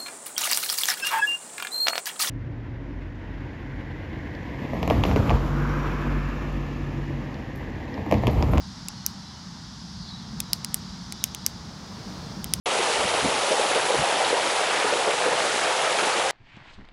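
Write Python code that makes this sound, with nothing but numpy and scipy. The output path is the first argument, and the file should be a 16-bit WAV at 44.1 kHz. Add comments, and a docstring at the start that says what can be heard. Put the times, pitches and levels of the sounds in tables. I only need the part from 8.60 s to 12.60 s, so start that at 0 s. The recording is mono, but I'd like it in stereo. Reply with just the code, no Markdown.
"""A lawn: a thumb clicks a plastic retractable pen six times, close to the microphone.
Each press snaps the cam over with a light tick; each release lets the spring slam it home with a
sharp click and a faint sizzle. Both ring the barrel's modes and rattle the loose parts.
Behind it: low traffic rumble, a distant road that swells near the end, insects, far bird notes."""
import sys
import numpy as np
from scipy import signal
from scipy.fft import rfft, irfft, next_fast_len
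from scipy.io import wavfile
from scipy.ndimage import map_coordinates

SR = 44100
rng = np.random.default_rng(int(sys.argv[2]) if len(sys.argv) > 2 else 0)


def int16_out(signal):
    """Quantize to a 16-bit WAV file."""
    q = np.round(np.clip(np.atleast_2d(signal).T, -1, 1) * 32767)
    wavfile.write(sys.argv[1], SR, q.astype(np.int16))


N = 176400

# barrel resonances: pitch_hz, gain_db, t60_s
BARREL_MODES = [(1994, -18, 0.0047), (3070, -7.5, 0.0031), (4670, -8, 0.0042), (5666, -1, 0.0028),
                (7940, -5, 0.002), (9700, -8.5, 0.0023), (11520, -4, 0.003), (14000, -12.5, 0.0031)]
# centres of the four snap bands: freq_hz
BANDS_HZ = [3100, 5800, 8200, 11700]
# cam snaps, coloured by grip and cam tooth:
# start_s, tuning_ratio, rebound_ms, rebound_ratio, band1_db, band2_db, band3_db, band4_db
PRESSES = [(.2847, 0.95, 0.8, 0.85, -14, -15.5, -7.5, -17.5), (1.803, 1.16, 1.137, 1, -8, -12, -3, -14.5),
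           (2.0465, 0.94, 0.99, 0.43, -12.5, -7.5, -8.5, -11.5),
           (2.5235, .84, 0.94, 0.57, -15, -15, -10.5, -16.5),
           (2.748, 1.09, 0.293, .5, -11, -15, -10, -18.5),
           (3.8435, 1.13, .97, 0.39, -11.5, -19.5, -6.5, -13)]
RELEASES = [(0.4638, 1.02, 0.3, 0.23, -39, 2, -11, 1), (1.9324, 0.934, 0.236, 0.42, -4.5, 2, -4.5, 0.5),
            (2.1438, 0.98, 0.196, 0.16, -7, -11, 4.5, 0.5), (2.6403, 1.16, 0.34, 0.37, -1.5, -1.0, 1, -1.5),
            (2.864, 1.03, 0.17, 0.15, -5.0, 1, 1.5, -2), (3.9371, 1.064, 0.19, 0.56, 3.5, -5.0, 6.5, -5)]
# noise spectra: freq_hz, relative_db
CHATTER_SPECTRUM = [(500, -16), (1200, -5), (2200, -3), (5500, -4), (8000, 0.5), (12000, -19),
                    (16000, -3.5)]
GROUND_SPECTRUM = [(1000, 1), (4000, 4), (16000, -11)]
SPRING_SPECTRUM = [(1500, -14), (4000, -6), (6000, 2), (9000, -2), (12500, -3), (16000, -13)]
RUMBLE_SPECTRUM = [(20, -38), (40, -13), (58, -4), (90, -3.5), (125, -5), (160, -1), (190, 1.5),
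                   (235, -6.5), (290, -16), (400, -30), (800, -65)]
TYRE_SPECTRUM = [(30, -15), (200, 4.5), (350, -3), (520, -9), (700, -2), (900, 3), (1300, -0.5), (1900, -5),
                 (2600, -13), (5000, -5), (10000, -36), (12000, -37), (16000, -41)]
SWELL_SPECTRUM = [(30, -20), (150, -7), (300, 5), (550, 1), (1000, -0.5), (2000, -11), (4000, -13.5),
                  (8000, -22.5), (12000, -29.5), (16000, -34)]
INSECT_SPECTRUM = [(1800, -45), (2800, -12), (3500, -3.5), (4200, -2), (4900, 2.5), (5500, -0.5),
                   (6500, -7), (8200, -19.5), (10400, -23.5), (11500, -30.5), (16000, -58)]
# background envelopes: time_s, level_db
RUMBLE_LEVEL = [(0, -40.5), (0.299, -42), (.9, -42), (1.25, -41), (1.4, -40.5), (1.67, -39.5), (1.78, -34),
                (1.86, -40.5), (2.3, -39), (2.7, -42), (3.1, -40.5), (3.3, -42.5), (3.5, -38.5),
                (3.75, -37), (4, -36.5)]
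TYRE_LEVEL = [(0, -48), (.4, -47.5), (.8, -48.5), (1.3, -49.5), (2, -47.5), (2.6, -48), (4, -47.5)]
SWELL_LEVEL = [(0, -70), (1.2, -75.5), (1.8, -55), (2.4, -58.5), (3.1, -51), (3.55, -44.5), (4, -47)]
INSECT_LEVEL = [(0, -47.5), (.35, -47), (.8, -48), (1.3, -47), (1.6, -49), (2.1, -47), (2.8, -46.5),
                (3.05, -49), (3.6, -47.5), (4, -48)]
# one insect winding down: time_s, pitch_hz, level_db
FALLING_BUZZ = [(1.2, 5310, -73), (1.36, 5000, -51), (1.46, 4470, -47), (1.55, 4130, -51.5),
                (1.64, 3720, -52), (1.76, 3600, -72)]
# far whistles: peak_s, half_length_s, pitch_hz, level_db
BIRD_NOTES = [(.43, .09, 4250, -54.5), (.45, .09, 2980, -61), (.67, .06, 3980, -55), (.76, .08, 3010, -62),
              (1.48, .06, 4250, -50.5), (1.5, .05, 3500, -56), (1.54, .07, 3900, -50),
              (1.88, .12, 3870, -55), (2.31, .05, 3980, -55.5), (2.6, .08, 3510, -56),
              (2.65, .06, 3870, -53.5), (2.83, .06, 3890, -54), (3.62, .07, 4230, -57.5),
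              (3.67, .07, 3500, -60)]


def pen(echo_s=0.0032, echo_db=-19.5, ground_db=-22.5, ground_t60_s=0.1):
    """Presses and releases, with a reflection off the hand and a short tail off the ground."""
    clicks = cam_snaps(PRESSES, chatter_db=-15, rise_s=0.00075, t60_s=0.019)
    clicks += cam_snaps(RELEASES, chatter_db=-15.5, rise_s=0.0009, t60_s=0.0092)
    t = np.arange(SR // 4) / SR
    ground = noise(GROUND_SPECTRUM, len(t)) * decay(t, ground_t60_s)
    tail = signal.fftconvolve(clicks, ground / np.linalg.norm(ground))[:N]
    echo = np.pad(clicks, (round(echo_s * SR), 0))[:N]
    return clicks + amp(echo_db) * echo + amp(ground_db) * tail


def cam_snaps(rows, chatter_db, rise_s, t60_s):
    """The cam scrapes to its edge, strikes and rebounds; the refill chatters briefly."""
    track = np.zeros(N + SR)
    size, lead = 2048, 512
    t = (np.arange(size) - lead) / SR
    envelope = np.exp(np.minimum(t, 0) / rise_s) * decay(np.maximum(t, 0), t60_s)
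    for start_s, tuning, rebound_ms, rebound_ratio, *band_db in rows:
        strike = barrel_ring(t, tuning, band_db)
        rebound = barrel_ring(t - rebound_ms / 1000, tuning, band_db)
        snap = strike + rebound_ratio * rebound
        strength = np.sqrt(np.sum(snap ** 2) / (SR / 1000))  # rms if packed into 1 ms
        chatter = strength * amp(chatter_db) * envelope * noise(CHATTER_SPECTRUM, size)
        track[round(start_s * SR) - lead:][:size] += snap + chatter
    return track[:N]


def barrel_ring(t, tuning, band_db, attack_s=0.00014):
    """One cam contact rings the barrel; the hand damps it within milliseconds."""
    hz, gain_db, t60_s = np.transpose(BARREL_MODES)
    t = np.maximum(t, 0)
    signs = (-1) ** np.arange(len(hz))
    gains = signs * amp(gain_db + np.interp(hz, BANDS_HZ, band_db))
    modes = np.sin(2 * np.pi * tuning * hz[:, None] * t) * decay(t, t60_s[:, None])
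    return gains @ modes * (1 - np.exp(-t / attack_s))


def spring(level_db=-46.5, t60_s=0.17):
    """The coil shivers after each release throws the refill back."""
    t = np.arange(N) / SR
    shiver = sum((t > start_s) * decay(np.abs(t - start_s), t60_s) for start_s, *_ in RELEASES)
    return amp(level_db) * shiver * noise(SPRING_SPECTRUM, N)


def traffic():
    """Engine rumble, far tyre noise and a broad rush that draws nearer."""
    rumble = wash(RUMBLE_SPECTRUM, RUMBLE_LEVEL)
    tyres = wash(TYRE_SPECTRUM, TYRE_LEVEL)
    swell = wash(SWELL_SPECTRUM, SWELL_LEVEL)
    return rumble + tyres + swell


def insects():
    """A sizzling chorus; one buzz sinks in pitch as it winds down."""
    chorus = wash(INSECT_SPECTRUM, INSECT_LEVEL)
    pitch_hz, level_db = curves(FALLING_BUZZ)
    return chorus + amp(level_db) * fuzzy_tone(pitch_hz, width_hz=1100)


def birds():
    """Thin, smeared whistles that fade in and out."""
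    t = np.arange(N) / SR
    notes = np.zeros(N)
    for peak_s, half_length_s, pitch_hz, level_db in BIRD_NOTES:
        envelope = np.exp(-((t - peak_s) / half_length_s) ** 2)
        notes += amp(level_db) * envelope * fuzzy_tone(pitch_hz, width_hz=75)
    return notes


def wash(spectrum, envelope):
    """Coloured noise following a level curve."""
    level_db, = curves(envelope)
    return amp(level_db) * noise(spectrum, N)


def noise(spectrum, size):
    """Noise at rms 1, its spectrum interpolated over log frequency."""
    knot_hz, knot_db = np.transpose(spectrum)
    hz = np.fft.rfftfreq(size, 1 / SR)
    gain = amp(np.interp(np.log(hz + 1), np.log(knot_hz + 1), knot_db))
    return unit_rms(irfft(rfft(rng.standard_normal(size)) * gain, size))


def fuzzy_tone(pitch_hz, width_hz):
    """Narrow noise band around a pitch track, rms 1."""
    phase = 2 * np.pi * np.cumsum(pitch_hz * np.ones(N)) / SR
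    return unit_rms(wobble(width_hz) * np.sin(phase) + wobble(width_hz) * np.cos(phase))


def wobble(rate_hz):
    """Smooth curve through random knots."""
    knots = rng.standard_normal(N // 8)[:int(N * rate_hz / SR) + 4]
    return map_coordinates(knots, [np.arange(N) * rate_hz / SR], mode="nearest")


def curves(rows):
    """Per-sample values of each column after time_s."""
    time_s, *columns = np.transpose(rows)
    return [np.interp(np.arange(N) / SR, time_s, column) for column in columns]


def decay(t, t60_s):
    """Falls 60 dB in t60_s."""
    return np.exp(-np.log(1000) * t / t60_s)


def amp(db):
    """Decibels to gain."""
    return 10 ** (np.asarray(db) / 20)


def unit_rms(x):
    """x at rms 1."""
    return x / np.sqrt(np.mean(x ** 2) + 1e-20)


def scene():
    """All sources at one microphone, the same in both channels."""
    mono = pen() + spring() + traffic() + insects() + birds()
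    return np.array([mono, mono])


def record(dry):
    """The microphone rounds the sharpest peaks and cuts the top treble."""
    cutoff_hz = 16400
    rounded = dry / (1 + np.abs(dry) ** 6) ** (1 / 6)
    size = next_fast_len(N + SR // 2)
    hz = np.fft.rfftfreq(size, 1 / SR)
    low_pass = 1 / (1 + (hz / cutoff_hz) ** 70) ** 2
    return irfft(rfft(rounded, size) * low_pass, size)[:, :N]


dry = scene()
out = record(dry)
int16_out(out)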